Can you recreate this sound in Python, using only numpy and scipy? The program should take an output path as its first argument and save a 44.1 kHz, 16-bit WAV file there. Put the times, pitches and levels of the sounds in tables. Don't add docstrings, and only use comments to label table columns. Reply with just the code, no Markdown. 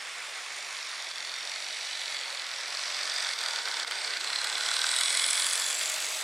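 import sys
import numpy as np
from scipy import signal
from scipy.fft import rfft, irfft, next_fast_len
from scipy.io import wavfile
from scipy.ndimage import uniform_filter1d

SR = 44100
rng = np.random.default_rng(int(sys.argv[2]) if len(sys.argv) > 2 else 0)


def transcribe(u):
    v = np.clip(np.atleast_2d(u).T, -1, 1)
    q = np.round(v * 32767).astype(np.int16)
    wavfile.write(sys.argv[1], SR, q)


N = 274743
CLOCK = np.arange(0, N / SR + .004, .004)

# f/Hz, T60/s
ROOM_DECAY = [(300, 1), (2000, 0.36), (10000, 0.084)]
# f/Hz, level/dB
RUSH_SPECTRUM = [(35, -64), (60, -59), (278, -23), (420, -15), (642, -6.5), (953, -8), (2100, -1.5),
                 (2800, -7), (3580, -4), (4520, -8), (5580, -6.5), (6300, -15.5), (7500, -13), (9300, -17),
                 (13800, -63), (15500, -67)]
# f/Hz, level/dB
FIZZ_SPECTRUM = [(6180, -44), (10500, -14), (12500, -6), (13200, -9), (15800, -14.5)]
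# t/s, click/dB, thud/dB, treble/dB
SHARP_IMPACTS = [(.388, -34, -34, -55), (1.5603, -45, -31, -45), (3.312, -36, -33, -44),
                 (3.5605, -24, -35, -42), (3.578, -43, -29, -46), (3.6755, -30, -25, -45),
                 (3.7985, -27, -27, -38), (3.8466, -24.5, -27.5, -51), (3.879, -30, -30, -32),
                 (3.911, -15.5, -28, -27), (4.447, -31, -29, -24), (4.663, -25, -36, -39),
                 (4.687, -26, -40, -31), (5.009, -31, -35, -18.5), (5.3768, -35, -30, -27),
                 (5.466, -39, -26, -23), (5.8114, -24.5, -24.5, -27), (5.898, -41, -31, -21),
                 (6.1116, -35, -31, -41)]
# f/Hz, bandwidth/Hz, gain/dB
IMPACT_MODES = [(1380, 450, 10), (2184, 63, 15.5)], [(3300, 470, 15.5), (4500, 3200, -3)], [(8100, 2700, 3),
                (12500, 3000, -32.5)]
# t/s, relative level/dB
NICK_BLOWS = [(0.8275, -32), (1.0236, -37), (1.0884, -31), (1.1588, -33), (2.726, -34), (2.7914, -26),
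              (2.8574, -30), (2.924, -36), (2.9891, -33), (3.0976, -20), (3.1617, -27), (3.2246, -30),
              (3.2899, -26), (3.4379, -26.5), (3.5867, -32), (4.8424, -25), (4.917, -24), (4.9866, -25),
              (5.1054, -30), (5.239, -27), (5.3083, -28), (5.3762, -31), (5.443, -33), (5.5095, -31),
              (5.6181, -30), (5.684, -33)]
# t/s, speed/(turns/s)
PINION_SPEED = [(0, 46.19), (.14, 44.99), (.76, 50.47), (.88, 46.08), (1.35, 43.96), (1.56, 47.05),
                (1.86, 49.47), (2.26, 43.72), (2.5, 42.01), (2.64, 41.44), (2.8, 47.14), (2.85, 45.3),
                (3.29, 47.35), (3.5, 40.8), (3.96, 32), (3.99, 33.18), (4.24, 34.76), (4.56, 36.49),
                (4.8, 39.63), (5.09, 43.3), (5.66, 45.93), (6.08, 48.83), (6.3, 45.95)]
# t/s, depth/dB, duration/s, rotation lost/turns
CURRENT_DROPOUTS = [(1.134, 3, .027, .129), (3.361, 4, .04, .668), (3.63, 2.5, .037, .902),
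                    (3.853, 9.5, .026, .79), (3.9, 3.5, .03, .533), (4.191, 4, .02, .794)]
# hiss/dB, knock/dB, drone/dB
TOOTH_LEVELS = [(4.5, -3, 1.5), (3.5, 2.5, 0), (-1, -6, 5), (-15, -14.5, -4.5), (-3.5, -6, -8),
                (1, -9, -2.5), (-5, -12.5, -3), (1.5, -9.5, -2.5), (-1.5, -9.5, -11), (-4, -6.5, -5.5),
                (2, -10, 3.5), (-2, -7.5, -2.5), (-0.5, -5.5, -4)]
# t/s, factor on the tooth levels in dB
BACKLASH = [(0, 1.1), (1.1, 1), (1.18, 1.45), (1.5, 1.3), (1.8, .8), (2.15, 1.1), (2.4, 1.6), (2.55, 1.3),
            (3, 1), (3.1, 1.1), (3.55, 1.25), (4.5, 1.5), (4.62, 1), (4.7, 1.16), (5.05, 1.3), (5.25, 1.1),
            (6.23, 1)]
# [(lobe gain/dB, t/s, width/s)]
DRONE_MODES = [(833, 62, -9, [(16, 4.51, 0.24), (-6.5, 4.57, .3)]), (910, 140, -11, [(18, 3.7, 0.3)]),
               (1107, 230, -2.5, [(-19, 1.86, 0.25), (6.5, 5.43, 0.15)]),
               (1337, 270, -8.5, [(8, 3.14, 0.11), (9, 3.46, 0.14)]), (1506, 180, -5.5, [(17.5, 3.7, 0.45),
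               (11.5, 4.78, 0.32), (11, 5.43, 0.16)]), (1757, 170, -4, [(10, 3.2, 0.2), (-20, 4.55, 0.32),
               (12, 5.7, .2)]), (2030, 350, -1, [(4, 3.8, .15), (4, 5.1, 0.29)]),
               (2260, 320, 0, [(5, 3.24, 0.11), (-27, 4.66, 0.23), (7.5, 5.22, 0.18)]),
               (2630, 440, -2.5, [(18, 6.12, 0.33)])]
KNOCK_MODES = [(3004, 145, -5.5, [(11, 1.9, 0.25), (7.5, 5.17, 0.38)]), (3394, 225, -1.5, [(5.9, 1.14, .15),
               (9.6, 2.16, 0.19), (3.7, 3.4, 0.23), (11.2, 5.17, 0.71)]),
               (3640, 200, -1.5, [(9.5, 1.2, 0.22), (5, 3.2, 0.18), (-3, 6.2, 0.12)]),
               (3870, 290, -3, [(8.3, 2.1, 0.29), (12.6, 4.92, 0.24), (6.6, 6.1, 0.16)]),
               (4100, 350, -0.5, [(12.7, 4.36, 0.097), (7, 4.69, 0.07), (5.4, 5.12, .2)]),
               (4440, 370, 0.5, [(6.6, 1.28, 0.11), (8, 2.21, 0.15), (5, 4.07, 0.11), (2.1, 4.9, 0.13)]),
               (4753, 230, 2, [(5, 3.12, 0.12), (5, 3.55, 0.081), (6, 4, 0.096), (6, 5.96, 0.3)]),
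               (5144, 240, -2, [(6, 2.87, 0.22), (6, 5, 0.36)]), (5646, 256, -2, [(3.5, 1.3, 0.74),
               (-8, 4.1, 0.22), (5, 5.1, 0.33)]), (6025, 210, -5, [(6, 2.95, 0.23), (6, 6.3, 0.44)])]
HISS_MODES = [(6700, 1340, 2, [(-5, 4.86, 0.57)]), (7375, 260, -1.5, [(9.8, 5.72, 0.29)]),
              (7810, 410, 4.5, [(-12, 0.74, 0.4), (4.5, 5.3, 0.22)]), (8270, 330, -3.5, [(-12, 1.4, 0.96),
              (10, 5.05, 0.26), (-8, 6.4, 0.27)]), (8550, 260, 2, [(7, 3.12, 0.12), (8, 3.5, 0.076),
              (-5, 4, 0.096), (15, 4.01, 0.1), (-8, 6.6, 0.3)]), (8940, 350, -6, [(8.4, 5.17, 0.44)]),
              (9400, 830, -2.5, [(10.3, 5.36, 0.2)]), (10480, 1460, -6.5, [(-6.5, 4.53, 0.98),
              (8.5, 5.48, 0.27)]), (10800, 400, -16, [(9, 4.95, .15)]),
              (11900, 1700, -21.5, [(10, 3.4, 1.6), (4.9, 6.1, .3)])]
# t/s, level/dB
GEARBOX_LEVEL = [(0, -43.5), (.7, -40), (1.1, -42), (1.3, -41), (1.65, -40.5), (2.1, -38.5), (2.45, -42),
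                 (2.65, -40.5), (2.8, -38), (3.05, -36.5), (3.25, -35), (3.7, -37.5), (4.05, -39),
                 (4.35, -35.5), (4.55, -35.5), (4.7, -33), (4.87, -31.5), (5.1, -31), (5.45, -33),
                 (5.75, -37), (6.23, -42)]
# t/s, level/dB
WHINE_LEVEL = [(0, -74), (2.2, -71), (2.33, -54), (2.45, -66), (2.7, -61), (2.78, -60), (3.2, -61),
               (3.3, -64.5), (4.4, -61), (5.6, -64), (5.85, -56), (6.23, -55)]
# f/Hz, level difference/dB
CHANNEL_BALANCE = [(500, -0.05), (2500, 0), (5000, 0.2), (12000, -0.5)]

ON_BOARD_S, ON_BOARD_OVER_S = 2.77, 0.71
ABREAST_S, ABREAST_OVER_S = 4.92, 0.49


def amp(db):
    return 10 ** (np.asarray(db) / 20)


def unit_rms(x):
    return x / np.sqrt(np.mean(x ** 2) + 1e-20)


def over_frequency(points, hz):
    f, values = np.transpose(points)
    return np.interp(np.log(hz + 1), np.log(f + 1), values)


def over_time(times, values):
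    return np.interp(np.arange(N) / SR, times, values)


def past(s, over_s):
    return over_time(CLOCK, (1 + np.tanh((CLOCK - s) / over_s)) / 2)


def filtered(x, response):
    size = next_fast_len(N + SR // 2)
    return irfft(rfft(x, size) * response(np.fft.rfftfreq(size, 1 / SR)), size)[..., :N]


def resonators(modes):
    return lambda f: sum((-1) ** k * amp(db) * 1j * f * width / (f0 * f0 - f * f + 1j * f * width)
                         for k, (f0, width, db) in enumerate(modes))


def levelled(x):
    return x / np.sqrt(np.abs(uniform_filter1d(x ** 2, size=SR // 4)) + 1e-20)


def flickering(x, depth_db, frames=24):
    spectra = signal.stft(x, nperseg=256)[2]
    patches = uniform_filter1d(rng.standard_normal(spectra.shape[-2:]), size=3, axis=0)
    patches = uniform_filter1d(patches, size=frames, axis=1)
    return signal.istft(spectra * amp(depth_db * unit_rms(patches)), nperseg=256)[1][..., :N]


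def impacts(times, level_db, decay_s, blow):
    impulses = np.bincount(np.clip(times * SR, 0, N - 1).astype(int), amp(level_db), N)
    t = np.arange(-220, 221) / SR
    envelope = signal.oaconvolve(impulses, np.exp(-np.abs(t) / decay_s), "same")
    return blow * impulses + envelope * rng.standard_normal(N)


def board_rumble():
    shared, left, right = rng.standard_normal((3, N))
    noise = np.array([2.4 * shared + left, 2.45 * shared + right])
    hum = resonators([(134, 38, 5.0)])
    low = filtered(noise, lambda hz: amp(-68.5) * (1 / (1 + (hz / 250) ** 2) + hum(hz)) * hz / (hz + 60))
    return amp(2 * past(ON_BOARD_S, ON_BOARD_OVER_S)) * low


def reverberation(x, correlation):
    step, wet = SR // 4, np.zeros((2, N + SR))
    for start in range(-step, N, step):
        hz, t, spectra = signal.stft(rng.standard_normal((2, SR // 4)), SR, nperseg=256)
        decay = amp(-60 * t / over_frequency(ROOM_DECAY, hz)[:, None])
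        tail = signal.istft(spectra * decay, SR, nperseg=256)[1]
        piece = x[max(start, 0):start + 2 * step]
        piece = piece * np.sqrt(np.hanning(2 * step))[max(-start, 0):][:len(piece)]
        echoes = signal.fftconvolve(piece[None], tail / np.linalg.norm(tail[0]), axes=1)
        wet[:, max(start, 0) + 130:][:, :echoes.shape[1]] += echoes
    angle = np.arccos(correlation) / 2
    mid, side = wet[0, :N] * np.cos(angle), wet[1, :N] * np.sin(angle)
    return np.array([mid + side, mid - side])


def dropout_db():
    dips = sum(db * np.exp(-.5 * ((CLOCK - s) / (length / 2)) ** 4) for s, db, length, _ in CURRENT_DROPOUTS)
    return over_time(CLOCK, -dips)


def wheel_rush():
    noise = flickering(rng.standard_normal((2, N)), depth_db=1.5)
    mid, side = filtered(noise, lambda hz: amp(over_frequency(RUSH_SPECTRUM, hz)))
    stereo = np.array([mid + amp(-24) * side, mid - amp(-14) * side]) * amp([[-0.8], [0.8]])
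    level_db = -40.5 + 4.5 * past(ON_BOARD_S, ON_BOARD_OVER_S) + 1.06 * dropout_db()
    return amp(level_db) * unit_rms(stereo)


def wagon_fizz():
    when, strength = rng.random((14000, 2)).T
    grains = impacts(when * N / SR, -1.6 * np.log(1 - strength), decay_s=.0003, blow=1.2)
    fizz = filtered(grains, lambda hz: amp(over_frequency(FIZZ_SPECTRUM, hz)))
    return amp(-62 + 17.5 * past(4.9, over_s=0.48)) * unit_rms(fizz)


def clicks_and_thuds():
    s, click_db, thud_db, treble_db = np.transpose(SHARP_IMPACTS)
    thud_modes, click_modes, treble_modes = map(resonators, IMPACT_MODES)
    thud = filtered(impacts(s + 0.00089, thud_db, decay_s=0.00056, blow=8.8), thud_modes)
    click = filtered(impacts(s + 0.0011, click_db, decay_s=0.0005, blow=3.0), click_modes)
    treble = filtered(impacts(s + 0.00053, treble_db, decay_s=0.0011, blow=2.4), treble_modes)
    return filtered(thud + click + treble, lambda hz: hz ** 2 / (hz ** 2 + 500 ** 2))


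def rim_pings(rim_hz=5290, bandwidth_hz=600):
    s, db = np.transpose(NICK_BLOWS)
    blows = impacts(s, db + 14.5, decay_s=0.00015, blow=6.4)
    rim = resonators([(rim_hz, bandwidth_hz, 0)])
    return filtered(blows, lambda hz: rim(hz) ** 2)


def pinion_turns(first_turn=-.45):
    turns_lost = sum(lost * past(s, over_s=.037) for s, *_, lost in CURRENT_DROPOUTS)
    return first_turn + np.cumsum(over_time(*zip(*PINION_SPEED))) / SR - turns_lost


def gear_whine():
    waver = unit_rms(filtered(rng.standard_normal(N), lambda hz: 1 / (1 + (hz / 22) ** 2)))
    tone = np.sin(2 * np.pi * len(TOOTH_LEVELS) * pinion_turns())
    return (1 + 0.5 * waver) * tone * amp(over_time(*zip(*WHINE_LEVEL)) + dropout_db())


def directivity_db(lobes):
    return sum(db * np.exp(-.5 * ((CLOCK - s) / width) ** 2) for db, s, width in lobes)


def tooth_impacts(errors, modes, column, lag_turns, jitter_turns, scatter_db, decay_s, blow):
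    turns, teeth = pinion_turns(), len(TOOTH_LEVELS)
    contact = np.arange(int(turns[-1] * teeth))
    timing_error, force_error = errors[:len(contact)].T
    times = np.interp(contact / teeth + lag_turns + jitter_turns * timing_error, turns, np.arange(N) / SR)
    backlash = np.interp(times, *zip(*BACKLASH))
    level_db = backlash * np.array(TOOTH_LEVELS)[contact % teeth, column] + scatter_db * force_error
    force = impacts(times, level_db, decay_s, blow)
    rings = filtered(force, lambda hz: [resonators([(f0, width, 0)])(hz) ** 2 for f0, width, *_ in modes])
    return sum((-1) ** k * over_time(CLOCK, amp(db + directivity_db(lobes))) * rings[k]
               for k, (*_, db, lobes) in enumerate(modes))


def gear_chatter():
    errors = rng.standard_normal((4000, 2))
    hiss = tooth_impacts(errors, HISS_MODES, column=0, lag_turns=-.16, jitter_turns=.004,
                         scatter_db=1.5, decay_s=.00015, blow=3.4)
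    knock = tooth_impacts(errors, KNOCK_MODES, column=1, lag_turns=-.19, jitter_turns=.004,
                          scatter_db=0.5, decay_s=.00014, blow=11)
    drone = tooth_impacts(errors, DRONE_MODES, column=2, lag_turns=-.225, jitter_turns=.0074,
                          scatter_db=2.0, decay_s=.0011, blow=4.4)
    hiss = levelled(flickering(hiss, depth_db=2.0))
    drone = levelled(flickering(drone, depth_db=0.5))
    knock = levelled(flickering(knock, depth_db=1.8, frames=7))
    abreast = past(ABREAST_S, ABREAST_OVER_S)
    covered = 1 - past(0.76, over_s=0.31)
    gears = amp(-8.5 + 11.5 * abreast) * hiss + amp(-10 * covered) * knock + amp(-5 - 1.5 * abreast) * drone
    return amp(over_time(*zip(*GEARBOX_LEVEL)) + dropout_db()) * gears


def scene():
    direct = gear_chatter() + gear_whine() + clicks_and_thuds() + rim_pings()
    engine = direct + amp(-11.5) * reverberation(direct, correlation=0.94)
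    pan_db = -2 + 2.5 * past(5.37, ABREAST_OVER_S)
    return engine * amp([pan_db / 2, -pan_db / 2]) + wheel_rush() + wagon_fizz() + board_rumble()


def record(dry, corner_hz=11500, limit_hz=15900):
    def response(hz):
        balance = amp(over_frequency(CHANNEL_BALANCE, hz) * np.array([[.5], [-.5]]))
        return balance / np.sqrt(1 + (hz / corner_hz) ** 8) * (hz < limit_hz)
    return filtered(dry, response)


dry = scene()
out = record(dry)
transcribe(out)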